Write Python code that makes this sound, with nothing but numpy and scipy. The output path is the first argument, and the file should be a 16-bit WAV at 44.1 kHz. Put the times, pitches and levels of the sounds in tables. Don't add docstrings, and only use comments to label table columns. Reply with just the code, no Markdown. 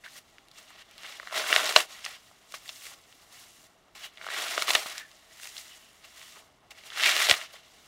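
import sys
import numpy as np
from scipy import signal
from scipy.fft import rfft, irfft, next_fast_len
from scipy.io import wavfile
from scipy.ndimage import map_coordinates

SR = 44100
rng = np.random.default_rng(int(sys.argv[2]) if len(sys.argv) > 2 else 0)


def transcribe(signal):
    frames = np.atleast_2d(signal).T
    limited = np.clip(frames, -1, 1)
    pcm = np.round(limited * 32767).astype(np.int16)
    wavfile.write(sys.argv[1], SR, pcm)


def makeup_ratio(level_db):
    decades = np.asarray(level_db, float) / 20
    return 10 ** decades


N = 347066

# from f/Hz, to f/Hz
CELL_BANDS = [(1500, 5000), (350, 1200), (6000, 15000)]
# f/Hz, level/dB per Hz
BLOCK_SPECTRUM = [(60, -59), (160, -24), (300, -12), (660, -3.5), (1100, -1.5), (2050, 2), (3400, -0.5),
                  (5200, -5), (9000, -12), (16000, -20)]
# f/Hz, level/dB per Hz
CRUMB_SPECTRUM = [(120, -48.5), (416, -11), (650, -5), (1100, -2), (1500, -3.5), (2090, 0), (2450, -2.5),
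                  (2900, -0.5), (6200, -8.5), (10000, -17), (16000, -23)]

# t/s, pressure level/dB
SQUEEZE_1 = [
    (1.338, -38),
    (1.368, -31),
    (1.452, -37),
    (1.554, -27),
    (1.635, -34),
    (1.697, -31.5),
    (1.744, -40.5),
    (1.771, -29),
    (1.804, -29.5),
]
SQUEEZE_2 = [
    (4.305, -41),
    (4.385, -33.5),
    (4.56, -37.5),
    (4.617, -33.5),
    (4.66, -44.5),
    (4.695, -29),
    (4.731, -34.5),
    (4.785, -36),
    (4.835, -46),
]
SQUEEZE_3 = [
    (6.9, -54),
    (6.955, -41),
    (6.986, -32),
    (7.063, -22),
    (7.142, -28.5),
    (7.244, -24.5),
    (7.281, -29.5),
    (7.304, -23),
    (7.368, -38.5),
]
SQUEEZE_LARGE_DB = [-7, -7.5, -15]
# start level/dB, end level/dB
SQUEEZE_POWDER_DB = [(-9.5, -4.5), (-9.5, -1.5), (-13, -7)]
PRESS_DB_PER_S, LET_GO_DB_PER_S = 598.5, 422.5

# t/s, level/dB
TEARS = [
    (1.771, -32),
    (1.60, -36),
    (4.756, -36),
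    (4.865, -50),
    (4.2, -53),
    (2.925, -55),
    (6.37, -48),
    (1.4, -35.5),
    (7.302, -32.5),
]
TEAR_RISE_S, TEAR_FALL_S = 0.012, 0.054

# peak t/s, rise/s, fall/s, level/dB, powder over it/dB
FINGERING = [(.043, 0.0046, 0.1, -50.5, -19), (.185, 0.13, .022, -50, 1), (.3, .3, .4, -64, -2.5),
             (.585, 0.049, .06, -50.5, -3), (.822, 0.28, .015, -51, -12.5), (1.108, 0.28, .18, -47, -9.5),
             (1.28, .2, .15, -51.5, -8), (1.915, 0.09, .3, -49.5, -5), (2.048, 0.013, .12, -45.5, -4.5),
             (2.16, .3, .02, -49, -30), (2.281, .3, .1, -61, 0.5), (3.951, .003, .12, -48, -8),
             (4.055, 0.064, .035, -45, -4.5), (4.266, 0.15, .05, -48, -8.5), (4.992, 0.15, .058, -45.5, -7),
             (5.1, 0.15, .5, -58, -2.5), (6.708, 0.0032, 0.037, -48, -5.5), (7.535, .03, 0.022, -56.5, 1.5),
             (6.78, .044, .1, -51, -8), (6.87, .06, .065, -49.5, -3.5), (7.417, 0.11, .065, -41.5, -9),
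             (7.56, 0.11, .05, -50, -9), (7.65, .12, .45, -58.5, -10), (7.869, 0.46, .1, -59.5, -0.5),
             (4.862, .004, .1, -43, -5), (4.91, .05, .05, -43, -4), (4.845, .05, .05, -52, 3),
             (1.362, .018, .02, -32, -14), (1.398, .02, .03, -34, -14), (1.487, .015, .02, -36, -10),
             (4.764, .012, .006, -30, -6), (7.078, .01, .015, -31, -12), (4.716, .01, .02, -37, -8)]
# peak t/s, rise/s, fall/s, level/dB, powder over it/dB
CRUMBLING = [(.705, 0.041, 0.026, -54.5, -2.5), (.64, .1, 0.14, -60.5, 0.5), (3.22, 0.021, .05, -58, 0),
             (5.31, 0.015, .3, -58, -7), (5.73, .2, 0.11, -58, -8), (2.42, 0.34, .3, -62, -3),
             (2.546, 0.012, 0.05, -46, -1), (2.525, .05, .03, -52, 0), (2.691, 0.13, .11, -52.5, 1.5),
             (2.77, .1, .1, -63.5, 11), (2.861, 0.24, 0.12, -51.5, 2.5), (2.94, .3, 0.017, -53.5, 0),
             (3.15, 0.57, .3, -61.5, 0.5), (3.325, 0.015, 0.29, -53, -.4), (3.408, 0.17, 0.135, -55.5, 1),
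             (3.55, 0.29, 0.17, -71, 13), (3.665, .3, 0.017, -62, 3.5), (5.447, .135, .2, -51, 3.5),
             (5.587, 0.16, .38, -52, 2.2), (5.98, .2, 0.16, -65.5, -21), (6.048, 0.029, .05, -50, -8),
             (6.173, 0.11, 0.233, -53, -2.5), (6.284, 0.28, 0.149, -55, 2), (6.39, 0.23, 0.04, -54, -2),
             (6.46, .3, .02, -65.5, -3.5)]
STROKE_LARGE_DB = [-11.5, -12.5]
STROKE_DROP_DB, STROKE_ROUND = 14, 1.116
REST_DB = [-70.5, -63.5, -75.5]

# t/s, peak level/dB, ring f/Hz, t60/s
BREAKS = [
    (1.5273, -4.5, 1920, 0.015),
    (1.5625, 0, 2200, 0.0054),
    (1.6571, -14, 3460, 0.0095),
    (1.7618, 0.5, 1330, 0.02),
    (7.1654, -10, 2840, 0.0046),
    (7.2875, -14.5, 930, .012),
    (7.2971, -2, 2980, 0.012),
    (7.3117, 1, 3150, 0.015),
]
# t/s, peak level/dB, ring f/Hz, t60/s
KNOCKS = [(4.7526, -11, 1150, 0.016), (1.5416, -14, 1350, .0047), (1.5941, -16, 1500, 0.0037),
          (1.6924, -15, 3500, 0.0085), (2.5402, -30, 1260, .013), (4.5784, -12, 1540, 0.0101),
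          (4.5941, -21, 3010, 0.008), (4.6932, -18, 3600, 0.0095), (4.8587, -29, 1100, 0.017),
          (6.7165, -35.5, 2390, 0.027), (6.8366, -40, 2850, .018), (7.5394, -44, 826, .019)]
# t/s, peak level/dB, ring f/Hz, t60/s
SNAPS = [(0.4847, -39, 4500, 0.0081), (0.5142, -39, 4470, 0.014), (.9116, -42, 3500, 0.011),
         (.9805, -29, 4300, 0.0042), (1.0336, -35, 3000, 0.0063), (3.1251, -44.5, 3400, .015),
         (5.1153, -39, 5480, .007), (5.4728, -32, 2410, .01), (5.566, -30, 3820, 0.013),
         (2.029, -39, 3680, .012), (1.662, -19, 3600, 0.012), (1.7245, -23, 2400, 0.0085),
         (1.804, -16, 4130, 0.0087), (1.8145, -21.5, 3170, 0.008), (1.9915, -40, 2910, 0.012),
         (2.5223, -31, 3600, .007), (2.6786, -31, 4390, .014), (2.729, -36, 4930, .008),
         (2.8535, -37.5, 2000, 0.018), (2.8661, -36.5, 3100, .02), (4.6225, -13.5, 1980, 0.011),
         (4.6734, -21, 3510, 0.009), (4.734, -18.5, 2390, .013), (4.7504, -7.5, 2700, .017),
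         (5.3981, -39.5, 1870, 0.013), (5.433, -30.5, 3120, 0.011), (5.4437, -28, 5020, 0.012),
         (5.455, -35, 1960, 0.014)]
# t/s, peak level/dB, ring f/Hz, t60/s
TICKS = [(0.038, -55, 1720, .043), (.3834, -36.5, 2400, 0.008), (0.705, -45.5, 1210, 0.04),
         (6.228, -38, 2500, 0.01), (1.0636, -35, 3530, .0074), (1.4897, -23, 2150, 0.011),
         (1.6736, -20, 3520, 0.0096), (2.0442, -25, 2970, 0.02), (2.0501, -23.5, 4930, 0.014),
         (2.0622, -19.5, 1750, .016), (2.6916, -25, 3800, 0.011), (2.7597, -33, 4330, .007),
         (4.345, -25, 1870, 0.012), (4.681, -16, 1310, 0.015), (4.7047, -11, 3000, 0.015),
         (4.762, -25, 4200, 0.025), (4.9803, -22.5, 4500, 0.0097), (5.5818, -26, 5550, 0.011),
         (6.2155, -36, 2140, 0.0073), (6.9027, -29.5, 3150, 0.0097), (6.9981, -18, 1870, 0.0061),
         (7.036, -8, 2300, 0.0042), (7.0429, -9.5, 3170, 0.0099), (7.0605, -11, 2270, 0.042),
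         (7.2202, -19, 2730, 0.0066), (7.2693, -19, 1940, 0.013), (7.3397, -14.5, 1990, 0.0097),
         (7.4143, -28, 1940, 0.0073)]
# t/s, peak level/dB, ring f/Hz, t60/s
CREAKS = [(1.0447, -35, 1490, 0.02), (1.1982, -27, 1400, 0.011), (1.23, -36, 1380, .018),
          (1.2726, -25, 1380, .014), (1.2835, -34, 1510, 0.0081), (1.2984, -35, 1850, .016),
          (1.3102, -31, 1700, 0.0068), (1.3255, -28.5, 1110, 0.0098), (1.4399, -24.5, 1580, 0.018),
          (2.313, -46.5, 900, 0.013), (4.1734, -34, 2590, 0.01), (4.1816, -37.5, 2040, 0.01),
          (4.2132, -29, 1760, 0.012), (4.2245, -38, 1600, 0.0085), (4.2384, -37, 1100, .016),
          (4.2443, -29, 1700, 0.0068), (4.2657, -25.5, 1270, 0.019), (4.2767, -29, 1900, .011),
          (4.287, -25, 1400, 0.013), (4.3023, -25, 1810, 0.011), (6.9204, -33, 1354, 0.013),
          (6.9603, -30, 1920, .012)]
# t/s, peak level/dB, ring f/Hz,
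# t60/s
SPLINTERS = [(4.7518, -8, 2750, .012), (4.7534, -8, 2700, .014), (4.6877, -20, 2900, .006),
             (4.6905, -17, 2400, .008), (4.7052, -18, 1100, .014), (4.7635, -19, 3900, .01),
             (4.7345, -20, 6500, .012), (4.909, -29, 3500, .008), (4.8965, -30, 3200, .008),
             (1.7635, -3.5, 1200, .012), (1.5283, -13, 3200, .012), (1.5795, -22, 1100, .012),
             (1.6025, -20, 4500, .008), (1.7105, -23, 1200, .01), (1.7885, -18, 2000, .01),
             (1.3195, -32, 1300, .007), (1.2545, -43, 1600, .01), (1.3638, -20, 4130, .01),
             (1.3423, -25, 1440, .01), (1.396, -23, 1500, .008), (2.5415, -28, 2150, .014),
             (2.659, -42, 2030, .012), (2.6975, -31, 3300, .008), (2.693, -40, 1200, .012),
             (2.8216, -37, 2870, .008), (2.855, -32, 3700, .008), (2.8675, -32, 2200, .008),
             (2.9159, -45, 1270, .02), (7.069, -13, 3000, .006), (7.2948, -18, 2000, .008),
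             (7.2985, -12, 4200, .014), (7.3075, -18, 2500, .005), (7.1845, -18, 2500, .008),
             (6.9733, -24, 1820, .008), (7.013, -22, 3500, .006), (7.3135, -10, 2300, .015),
             (5.5795, -29, 4500, .01), (4.6155, -23, 3000, .006), (4.621, -20, 2200, .008),
             (2.5465, -33, 2100, .012)]
# low part level/dB, bright part level/dB
KIND_DB = [(-13.5, -30), (-7.5, -19), (-20.5, 3.5), (-30, -30), (-13, -21), (-20, -8)]

# t/s, length/s, f/Hz, level/dB
SQUEAKS = [(0.043, 0.0055, 1800, -45), (0.063, 0.008, 1640, -41.5), (0.08, 0.0057, 1800, -50),
           (4.99, 0.071, 1740, -48.5), (5.724, 0.026, 3000, -53.5), (5.55, 0.29, 1900, -60.5),
           (4.045, .03, 3040, -46), (7.065, 0.028, 2260, -27.5), (6.23, .06, 3100, -57),
           (5.85, 0.079, 2970, -62), (6.363, 0.02, 1220, -56), (7.078, .008, 2200, -25)]
# t/s, f/Hz, level/dB
THUMPS = [(1.7625, 260, -24), (4.859, 330, -36), (2.541, 400, -44), (4.752, 300, -33), (4.75, 55, -40),
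          (7.313, 73, -27), (7.315, 159, -31.5), (1.763, 75, -40), (1.563, 170, -42), (4.705, 90, -48),
          (1.274, 300, -48)]

# f/Hz, sharpness, depth (to 1, below 0 a boost)
TRAY_DIPS = [(645, 8, -.6), (500, 5, .3), (900, 4.5, 0.49), (1580, 6, 0.3), (2417, 8.2, 0.24),
             (4830, 6.6, 0.15)]
BASIN_DB, BASIN_T60_S = -15, .04

# f/Hz, level/dB per Hz
HISS_SPECTRUM = [(15, -39.5), (25, 1), (242, -1.5), (285, -1), (384, -2.5), (516, -6), (818, -8.5),
                 (16000, -36.5)]
HISS_DB, LOW_CUT_HZ = -68, 76


def unit(x):
    return x / np.sqrt(np.mean(x ** 2) + 1e-20)


def along(points, hz):
    f, v = np.transpose(points)
    return np.interp(np.log(hz + 1), np.log(f + 1), v)


def wobble(rate):
    knots = rng.standard_normal(int(N * rate / SR) + 4)
    return map_coordinates(knots, [np.arange(N) * rate / SR], order=1)


def filtered(x, response):
    m = next_fast_len(len(x) + 4096)
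    return irfft(rfft(x, m) * response(np.fft.rfftfreq(m, 1 / SR)), m)[:len(x)]


def ring(hz, q):
    return lambda f: 1j * f * hz / q / (hz * hz - f * f + 1j * f * hz / q)


def causal(spectrum):
    cep = irfft(np.log(makeup_ratio(along(spectrum, np.fft.rfftfreq(4096, 1 / SR))) + 1e-6))
    cep[1:2048] *= 2
    cep[2049:] = 0
    h = irfft(np.exp(rfft(cep)))[:2048]
    return h / np.linalg.norm(h)


def bursts(per_second, spread_db):
    u, e, sign = rng.random(N), rng.exponential(size=N), rng.standard_normal(N)
    edge = np.clip((per_second / SR - u) * SR / 100, 0, 1)
    at = edge > 0
    edge[at] *= makeup_ratio(spread_db * np.minimum(e[at], 3)) * np.tanh(sign[at])
    return unit(edge)


def cells():
    levels = handling()
    effort = np.clip((levels[0] + 52.5) / 12, 0, 1)
    middle, large, fine = levels - effort * shares(BLOCK_SPECTRUM) - (1 - effort) * shares(CRUMB_SPECTRUM)

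    clumps = makeup_ratio((0.23 + .5 * effort) * wobble(45))
    jagged = np.clip(unit(runs(180, length=0.0029)), 0, 2.4)
    clumps = clumps * (1 + (0.11 + 0.09 * effort) * jagged)
    whole = bursts(1800, spread_db=-2.5)
    out = np.zeros(N)
    for pitch in np.geomspace(220, 15000, num=13):
        single = bursts(300 + .45 * pitch, spread_db=1.0)
        pops = (0.19 + 0.043 * effort) * whole + (0.55 + 0.32 * effort) * single
        powder = (.95 - 0.5 * effort) * rng.standard_normal(N)
        own = clumps * makeup_ratio(2.8 * wobble(.03 * pitch + 25))

        to_large = np.interp(np.log(pitch), np.log([900, 1600]), [1, 0])
        to_fine = np.interp(np.log(pitch), np.log([4000, 8000]), [0, 1])
        level = middle + to_large * (large - middle) + to_fine * (fine - middle)
        out += filtered(makeup_ratio(level) * unit((pops + powder) * own), ring(pitch, q=2.6))

    block = signal.fftconvolve(out * np.sqrt(effort), causal(BLOCK_SPECTRUM))
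    crumbs = signal.fftconvolve(out * np.sqrt(1 - effort), causal(CRUMB_SPECTRUM))
    return (makeup_ratio(-1.5) * block + makeup_ratio(-4.5) * crumbs)[:N]


def handling():
    t = np.arange(0, N / SR + .002, .001)
    power = makeup_ratio(REST_DB)[:, None] ** 2 * np.ones(len(t))
    squeezes = (SQUEEZE_1, SQUEEZE_2, SQUEEZE_3)
    for rows, large_db, powder_db in zip(squeezes, SQUEEZE_LARGE_DB, SQUEEZE_POWDER_DB):
        s, db = np.transpose(rows)
        db = np.interp(t, s, db)
        db = db - PRESS_DB_PER_S * np.clip(s[0] - t, 0, None)
        db = db - LET_GO_DB_PER_S * np.clip(t - s[-1], 0, None)
        powder = np.interp(t, s[[0, -1]], powder_db)
        power += makeup_ratio([db, db + large_db, db + powder]) ** 2
    for s, db in TEARS:
        power[1] += makeup_ratio(db + stroke(t, s, TEAR_RISE_S, TEAR_FALL_S)) ** 2
    for rows, large_db in zip((FINGERING, CRUMBLING), STROKE_LARGE_DB):
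        for peak, rise, fall, db, powder_db in rows:
            sizes_db = np.array([[0], [large_db], [powder_db]])
            power += makeup_ratio(db + stroke(t, peak, rise, fall) + sizes_db) ** 2
    return np.array([np.interp(np.arange(N) / SR, t, 10 * np.log10(p)) for p in power])


def stroke(t, peak, rise, fall):
    u = np.where(t < peak, (peak - t) / max(rise, .002), (t - peak) / max(fall, .002))
    return -STROKE_DROP_DB * u ** STROKE_ROUND


def shares(spectrum):
    power = makeup_ratio(2 * along(spectrum, np.arange(16000.)))
    return np.array([[10 * np.log10(power[lo:hi].sum() / power.sum())] for lo, hi in CELL_BANDS])


def runs(per_second, length):
    decay = np.exp(-np.arange(800) / (length * SR))
    return signal.fftconvolve(np.abs(bursts(per_second, spread_db=2.5)), decay)[:N]


def cracks():
    out, t = np.zeros(N + SR), np.arange(1600) / SR
    kinds = (BREAKS, KNOCKS, SNAPS, TICKS, CREAKS, SPLINTERS)
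    rows = [(*row, *kind) for table, kind in zip(kinds, KIND_DB) for row in table]
    draws = rng.standard_normal((len(rows), 2, len(t)))
    for (s, db, hz, t60, low_db, bright_db), (a, c) in zip(rows, draws):
        decay = makeup_ratio(-60 * t / np.clip(t60, .003, .06))
        walls = 11 * t60 * decay * a * makeup_ratio(8 * np.clip(c, -2, 2))
        walls[6] += np.sign(a[0])

        wide = np.interp(db, [-30, -5], [.15, .9])
        dull = np.interp(db, [-30, -8], [1.7, 1]) * np.clip(2500 / hz, .5, 1.3)

        def body(f):
            tone = ring(hz, q=1.6)(f) * ring(hz, q=.7)(f) + wide * ring(2900, q=.8)(f) ** 2
            return tone / (1 + 1j * f * dull / 7000) ** 2

        middle = filtered(walls, body)
        low = filtered(walls, lambda f: ring(660, q=1.7)(f) * ring(650, q=.9)(f) ** 2)
        bright = filtered(walls, lambda f: ring(6800, q=1.2)(f) ** 2)
        parts = ((1.3, middle), (makeup_ratio(low_db - 5), low), (makeup_ratio(bright_db - 4.5), bright))
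        crack = sum(gain * part / np.abs(part).max() for gain, part in parts)
        out[round(s * SR):][:len(t)] += makeup_ratio(db) * crack
    return out[:N]


def squeaks():
    out = np.zeros(N + 2 * SR)
    for (s, length, hz, db), noise in zip(SQUEAKS, rng.standard_normal((len(SQUEAKS), SR))):
        t = np.arange(-round(min(2 * length, s, .5) * SR), round(min(2 * length, .5) * SR))
        rub = unit(filtered(noise[:len(t)], ring(hz, q=9)))
        out[round(s * SR) + t] += makeup_ratio(db) * rub * np.exp(-(t / SR / length) ** 2)
    return out[:N]


def thumps():
    out = np.zeros(N + 2 * SR)
    for s, hz, db in THUMPS:
        phase = np.arange(SR // 10) / SR * hz * 2 * np.pi
        out[round(s * SR):][:len(phase)] += makeup_ratio(db) * np.sin(phase) * np.exp(-phase / 2.5)
    return out[:N]


def tray(f):
    dips = [1 - np.clip(depth, -1.5, .9) * ring(hz, sharp)(f) for hz, sharp, depth in TRAY_DIPS]
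    return np.prod(dips, axis=0)


def basin(x):
    t = np.arange(SR // 8) / SR
    tail = rng.standard_normal(len(t)) * makeup_ratio(-60 * t / BASIN_T60_S) * (t > .001)
    return x + makeup_ratio(BASIN_DB) * signal.fftconvolve(x, tail / np.linalg.norm(tail))[:N]


def input_hiss():
    noise = rng.standard_normal(N)
    return makeup_ratio(HISS_DB) * unit(filtered(noise, lambda f: makeup_ratio(along(HISS_SPECTRUM, f))))


def scene():
    foam = filtered(basin(cells() + cracks()), tray)
    return (foam + squeaks() + thumps())[None]


def band_limit(x):
    return signal.sosfilt(signal.butter(12, 16430, fs=SR, output="sos"), x)


def record(dry):
    full = dry[0] / (1 + np.abs(dry[0]) ** 8) ** (1 / 8)
    cut = filtered(full, lambda f: (1j * f / (LOW_CUT_HZ + 1j * f)) ** 2)
    band = filtered(cut + input_hiss(),
                    lambda f: np.interp(f, [15750, 15850, 16400, 16450], [1, .06, .06, 0]))
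    return band_limit(band[None])


dry = scene()
out = record(dry)
transcribe(out)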